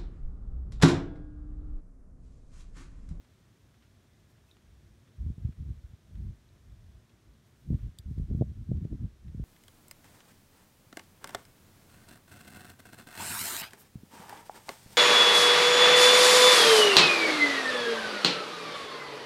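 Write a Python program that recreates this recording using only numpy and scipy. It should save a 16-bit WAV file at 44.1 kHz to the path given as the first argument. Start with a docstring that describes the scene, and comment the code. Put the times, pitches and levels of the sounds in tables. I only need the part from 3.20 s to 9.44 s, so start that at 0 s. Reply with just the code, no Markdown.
"""Cranking a silver pendant

Fingers turn the wire crank of a small silver box pendant close to a microphone, in a quiet room.
The hands rub and bump the microphone's housing, which passes them on as low rumble and soft thuds.
Skin whispers over the metal, the crank ticks faintly in its bearing, and once it drops against
the case with a sharp click."""
import sys
import numpy as np
from scipy import signal
from scipy.fft import rfft, irfft
from scipy.io import wavfile
from scipy.ndimage import uniform_filter1d

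SR = 44100
rng = np.random.default_rng(int(sys.argv[2]) if len(sys.argv) > 2 else 0)


def store_pcm(level_fs):
    """Save levels as 16-bit WAV."""
    pcm = np.round(np.clip(level_fs, -1, 1) * 32767).astype(np.int16)
    wavfile.write(sys.argv[1], SR, np.atleast_2d(pcm).T)


N = 275184
BAND_LIMIT_HZ = 15750
LEAD_S = 0.06  # a soft push starts this long before its peak


def amp(db):
    """Decibels to gain."""
    return 10 ** (np.asarray(db) / 20)


def unit_rms(x):
    """Scales to rms 1."""
    return x / np.sqrt(np.mean(x ** 2) + 1e-20)


def gain_at(colour, hz):
    """Reads an EQ curve of (freq_hz, gain_db) points on a log-frequency axis, as gain."""
    freq_hz, gain_db = np.transpose(colour)
    return amp(np.interp(np.log(hz + 1), np.log(freq_hz + 1), gain_db))


def noise(colour):
    """Noise of rms 1, shaped by an EQ curve."""
    hz = np.fft.rfftfreq(N, 1 / SR)
    return unit_rms(irfft(rfft(rng.standard_normal(N)) * gain_at(colour, hz), N))


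def add(mix, start_s, sound):
    """Lays a sound into the mix."""
    part = mix[max(round(start_s * SR), 0):][:len(sound)]
    part += sound[:len(part)]


# low murmur of the room's air: freq_hz, gain_db
MURMUR_COLOUR = [(20, -39), (45, -5.5), (65, -3), (105, 0), (170, -9.5), (235, -9), (275, -15), (350, -14),
                 (500, -22), (650, -21.5), (1000, -33), (2200, -81)]
# steady hiss: freq_hz, gain_db
HISS_COLOUR = [(400, -21.5), (1000, -0.5), (1700, -0.5), (2800, -5), (3400, -3), (4800, -8), (5600, -6),
               (7800, -10.5), (9600, -11), (10400, -16.5), (11400, -13.5), (15500, -18.5)]


def room(murmur_db=-62.5, hiss_db=-72.5):
    """Room tone: air murmurs low under a smooth hiss."""
    return amp(murmur_db) * noise(MURMUR_COLOUR) + amp(hiss_db) * noise(HISS_COLOUR)


# fingertips letting go: start_s, level_db, decay_s
FINGER_TICKS = [(0.047, -64, 0.0044), (0.543, -67, 0.0096), (.622, -68.5, 0.032), (1.182, -72, .010),
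                (1.3681, -58.5, 0.0023), (1.875, -69.5, 0.014), (2.251, -69, 0.012), (2.325, -65, 0.004),
                (2.955, -64, 0.0044), (3.895, -65.5, 0.0097), (4.54, -66.5, 0.012), (4.585, -71.5, 0.11),
                (4.984, -61.5, 0.0033), (5.570, -62.5, 0.0035), (5.645, -67, .006), (6.081, -62.5, 0.0029)]
# their dry midrange: freq_hz, gain_db
TICK_COLOUR = [(300, -38), (1000, 3), (1700, 1), (3300, -2.5), (5000, -12), (15000, -38)]
# skin sliding over the metal: centre_s, level_db, half_length_s
SKIN_SLIDES = [(1.11, -75, 0.022), (1.30, -75.5, .045), (4.276, -78, 0.039), (4.4, -78.5, 0.066),
               (4.567, -78, 0.13), (4.91, -78, 0.022), (4.99, -79, 0.068), (5.176, -74.5, 0.017),
               (5.255, -83, .025), (6.196, -82, 0.16)]
# its airy whisper: freq_hz, gain_db
WHISPER_COLOUR = [(1000, -22), (4000, -2), (8500, -2.5), (9600, -1), (10400, -8), (12000, -3), (15500, -6)]


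def fingertips():
    """Dry ticks where skin lets go, and a fine whisper where it slides."""
    t = np.arange(N) / SR
    ticks = sum(amp(db) * (t >= s) * np.exp(-abs(t - s) / decay) for s, db, decay in FINGER_TICKS)
    slides = sum(amp(db) * np.exp(-((t - s) / width) ** 2) for s, db, width in SKIN_SLIDES)
    return ticks * noise(TICK_COLOUR) + slides * noise(WHISPER_COLOUR)


# the wire shifting in its bearing: start_s, level_db, pitch_hz, decay_s
WIRE_PINGS = [(1.288, -67, 2550, 0.014), (1.313, -48.5, 3700, 0.0016), (1.320, -69, 3570, 0.011),
              (1.332, -68, 3580, 0.0038), (3.289, -61.5, 3900, 0.0024)]


def wire_pings(detune=0.024, attack_s=0.00043):
    """The bent wire pings faintly in two close bending modes, one either side of the pitch."""
    out, t = np.zeros(N), np.arange(SR // 8) / SR
    for start_s, level_db, pitch_hz, decay_s in WIRE_PINGS:
        upper = np.sin(2 * np.pi * pitch_hz * (1 + detune) * t)
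        lower = np.sin(2 * np.pi * pitch_hz * (1 - detune) * t)
        envelope = (1 - np.exp(-t / attack_s)) * np.exp(-t / decay_s)
        add(out, start_s, amp(level_db) * (upper + 0.5 * lower) * envelope)
    return out


def stroke(start_s, hold_s, rise_s):
    """Pressure of one stroke: it builds up to start_s, holds and lets go."""
    t = np.arange(N) / SR - start_s
    release_s = 0.0064 + 0.47 * rise_s  # slow to build, slow to let go
    return np.exp(np.minimum(t, 0) / rise_s - np.maximum(t - hold_s, 0) / release_s)


def friction(colour, evenness=0.56):
    """Rubbing noise of rms 1: steady contact keeps its strength from straying far."""
    raw = noise(colour)
    strength = np.sqrt(uniform_filter1d(abs(signal.hilbert(raw)) ** 2, size=900) + 1e-6)
    return unit_rms(raw / strength ** evenness)


# strokes of the hand over the housing: start_s, hold_s, level_db, grip_db (relative to level), rise_s
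HAND_STROKES = [(1.478, 0.29, -59.5, -16, 0.089), (2.006, .11, -34, -18.5, 0.014),
                (2.225, 0.072, -41.5, -9.5, 0.035), (2.399, 0.026, -36.5, -10.5, 0.011),
                (2.466, 0.052, -37, -10.5, 0.022), (2.552, 0.04, -48, -21, .015),
                (2.699, 0.028, -54, -16, 0.017), (2.984, 0.12, -38.5, -11, .048),
                (3.29, .08, -62, -25, 0.045), (3.50, 0.033, -48.5, -23, 0.043),
                (3.586, 0.19, -54.5, -31, .04), (4.098, 0.033, -55.5, -22, 0.031),
                (4.517, 0.027, -32, -2, 0.026), (4.641, 0.031, -33, -17, 0.028),
                (4.861, 0.061, -38.5, -10, 0.0084), (4.994, 0.035, -31.5, -16, 0.039),
                (5.104, 0.13, -32, -6, 0.015), (5.269, 0.05, -38.5, -10.5, 0.02),
                (5.372, .055, -38.5, -11, 0.015), (5.489, 0.097, -31.5, -9, 0.014),
                (5.618, 0.043, -38, -2, 0.011), (5.717, 0.034, -34, -4.5, 0.014),
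                (5.819, 0.032, -33, -6.5, 0.022), (5.91, 0.033, -53.5, -25, .04),
                (6.07, 0.026, -40.5, -11, 0.034), (6.198, 0.041, -38, -10, 0.062)]
# deep rumble of dragging skin: freq_hz, gain_db
RUMBLE_COLOUR = [(15, -47), (25, -28), (40, -3.5), (55, 1), (68, -0.5), (88, -1), (115, -8.5), (170, -19.5),
                 (240, -32), (500, -52), (1500, -110)]
# judder of gripping skin: freq_hz, gain_db
GRIP_COLOUR = [(60, -28), (130, 6.5), (205, 4.5), (280, -6.5), (340, -11), (430, -23), (485, -26.5),
               (700, -38), (1200, -47.5), (2500, -110)]


def hand_drag(judder_db=-1):
    """Skin rumbles over the housing; where it grips, it snags and judders an octave or two higher."""
    pressure, grip = np.zeros((2, N))
    for start_s, hold_s, level_db, grip_db, rise_s in HAND_STROKES:
        envelope = amp(level_db) * stroke(start_s, hold_s, rise_s)
        pressure = np.maximum(pressure, envelope)
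        grip = np.maximum(grip, amp(grip_db) * envelope)
    rumble = pressure * friction(RUMBLE_COLOUR)
    judder = amp(judder_db) * grip * friction(GRIP_COLOUR)
    return rumble + judder + snags(grip)


def snags(grip, per_second=45, mean_db=-2, spread_db=3.5, count=1000):
    """Gripping skin catches at uneven intervals, each time with a small thud scaled by the grip."""
    out, catch = np.zeros(N), thud(contact_s=0.0014, low_cut_hz=110)
    times_s = (np.arange(count) + rng.random(count)) / per_second
    gains_db = mean_db + spread_db * rng.standard_normal(count)
    for hit_s, gain_db in zip(times_s, gains_db):
        if LEAD_S < hit_s < N / SR:
            add(out, hit_s - LEAD_S, grip[int(hit_s * SR)] * amp(gain_db) * catch)
    return out


def body_response(colour, size=8192):
    """Minimum-phase impulse response: a body rings only after the blow."""
    log_gain = np.log(gain_at(colour, abs(np.fft.fftfreq(size, 1 / SR))))
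    spectrum = np.exp(np.conj(signal.hilbert(log_gain)))
    return np.fft.ifft(spectrum).real[:size // 2]


# boxy tone of the microphone's housing: freq_hz, gain_db
HOUSING_COLOUR = [(15, -39), (25, -31), (40, -8), (68, 0), (95, 1), (130, 1), (215, -2.5), (290, -3.5),
                  (420, -3), (485, -0.5), (545, -4.5), (600, 2.5), (700, 0.5), (850, -7.5), (1500, -16)]


def thud(contact_s, low_cut_hz):
    """Soft flesh gives a rounded push that rings the housing. Peak 1."""
    t = np.arange(-LEAD_S, LEAD_S, 1 / SR)
    push = 1 / np.cosh(t / contact_s)
    ring = signal.fftconvolve(push, body_response(HOUSING_COLOUR))
    ring = signal.sosfilt(signal.butter(2, low_cut_hz, "highpass", fs=SR, output="sos"), ring)
    return ring / abs(ring).max()


# knocks on the housing: hit_s, peak_db, contact_s, low_cut_hz
HAND_BUMPS = [(2.064, -29.5, .0011, 60), (2.102, -28.5, 0.0012, 130), (2.181, -34, 0.0011, 89.5),
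              (2.25, -20, 0.0021, 83), (2.291, -29, 0.0011, 70), (2.504, -27, 0.0023, 40),
              (2.642, -36.5, 0.0035, 50.4), (2.735, -41.5, 0.0017, 90), (3.002, -37.5, 0.0013, 180),
              (3.054, -30, 0.0037, 49.5), (4.5046, -19.5, 0.0012, 198), (4.530, -23.5, 0.001, 70),
              (4.545, -20.5, .0012, 49.4), (4.795, -39.5, 0.0018, 60), (4.912, -26.5, 0.0015, 180),
              (4.979, -30, 0.001, 160), (4.999, -24.5, 0.00097, 50), (5.112, -23.5, 0.00091, 91),
              (5.1494, -24.5, 0.00087, 80), (5.2118, -16, 0.00063, 35), (5.2213, -17.5, 0.00045, 110),
              (5.493, -21.5, 0.0019, 120), (5.517, -19.5, 0.00072, 70.6), (5.652, -26.5, .00083, 130),
              (5.729, -29.5, 0.00091, 178), (5.841, -25, .0014, 79.6), (6.148, -30.5, 0.00098, 110),
              (6.198, -26, .00093, 70)]


def hand_bumps():
    """The hand knocks the housing: short contact is bright, a glancing touch carries little bass."""
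    out = np.zeros(N)
    for hit_s, peak_db, contact_s, low_cut_hz in HAND_BUMPS:
        add(out, hit_s - LEAD_S, amp(peak_db) * thud(contact_s, low_cut_hz))
    return out


# the crank striking the case, heard as one click: start_s, level_db, brightness_hz
CRANK_HITS = [(4.78663, -56.5, 20000), (4.78713, -46, 16000), (4.78871, -46, 3000)]
# ring of the silver case: pitch_hz, gain_db, t60_s
CASE_MODES = [(3560, 0.5, 0.019), (3680, -4, 0.013), (4170, -10, 0.021), (4759, 0, 0.033),
              (5309, -11, 0.0099), (7420, -5, 0.01), (7730, 0.5, 0.013), (8900, -3, 0.013),
              (9200, -16, 0.03), (9683, -22, 0.066), (11500, -13.5, 0.019), (12819, -3, 0.009),
              (13410, -13, 0.044), (13867, -25, 0.016)]


def crank_click(scrape_db=-12, scrape_decay_s=0.00055):
    """The wire chatters on the case; fingers damp the silver, so its modes die quickly."""
    out, t = np.zeros(N), np.arange(SR // 10) / SR
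    scrape_colour = [(2500, -35), (3400, -3), (6000, 13), (9500, 9),
                     (10400, -18), (12500, -2), (15500, -13)]  # freq_hz, gain_db
    grains = noise(scrape_colour)[:len(CRANK_HITS) * len(t)].reshape(-1, len(t))
    for (start_s, level_db, brightness_hz), grain in zip(CRANK_HITS, grains):
        ring = np.zeros(len(t))
        for pitch_hz, gain_db, t60_s in CASE_MODES:
            rolloff = 1 / np.hypot(1, (pitch_hz / brightness_hz) ** 4)
            ring += rolloff * amp(gain_db - 60 * t / t60_s) * np.sin(2 * np.pi * pitch_hz * t)
        scrape_gain = amp(scrape_db) * brightness_hz / BAND_LIMIT_HZ  # brighter hits scrape more
        scrape = scrape_gain * grain * np.exp(-t / scrape_decay_s)
        add(out, start_s, amp(level_db) * (ring + scrape))
    # so small a body radiates almost nothing below its first mode
    return signal.sosfilt(signal.butter(8, 3000, "highpass", fs=SR, output="sos"), out)


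def scene():
    """Everything is close and dry, on one microphone."""
    handling = hand_bumps() + hand_drag()
    pendant = crank_click() + wire_pings() + fingertips()
    return (handling + pendant + room())[None]


def record(dry):
    """A steep low-pass takes off the very top."""
    lowpass = signal.firwin(1023, BAND_LIMIT_HZ, window=("kaiser", 9), fs=SR)
    return signal.oaconvolve(dry, lowpass[None], "same")


dry = scene()
out = record(dry)
store_pcm(out)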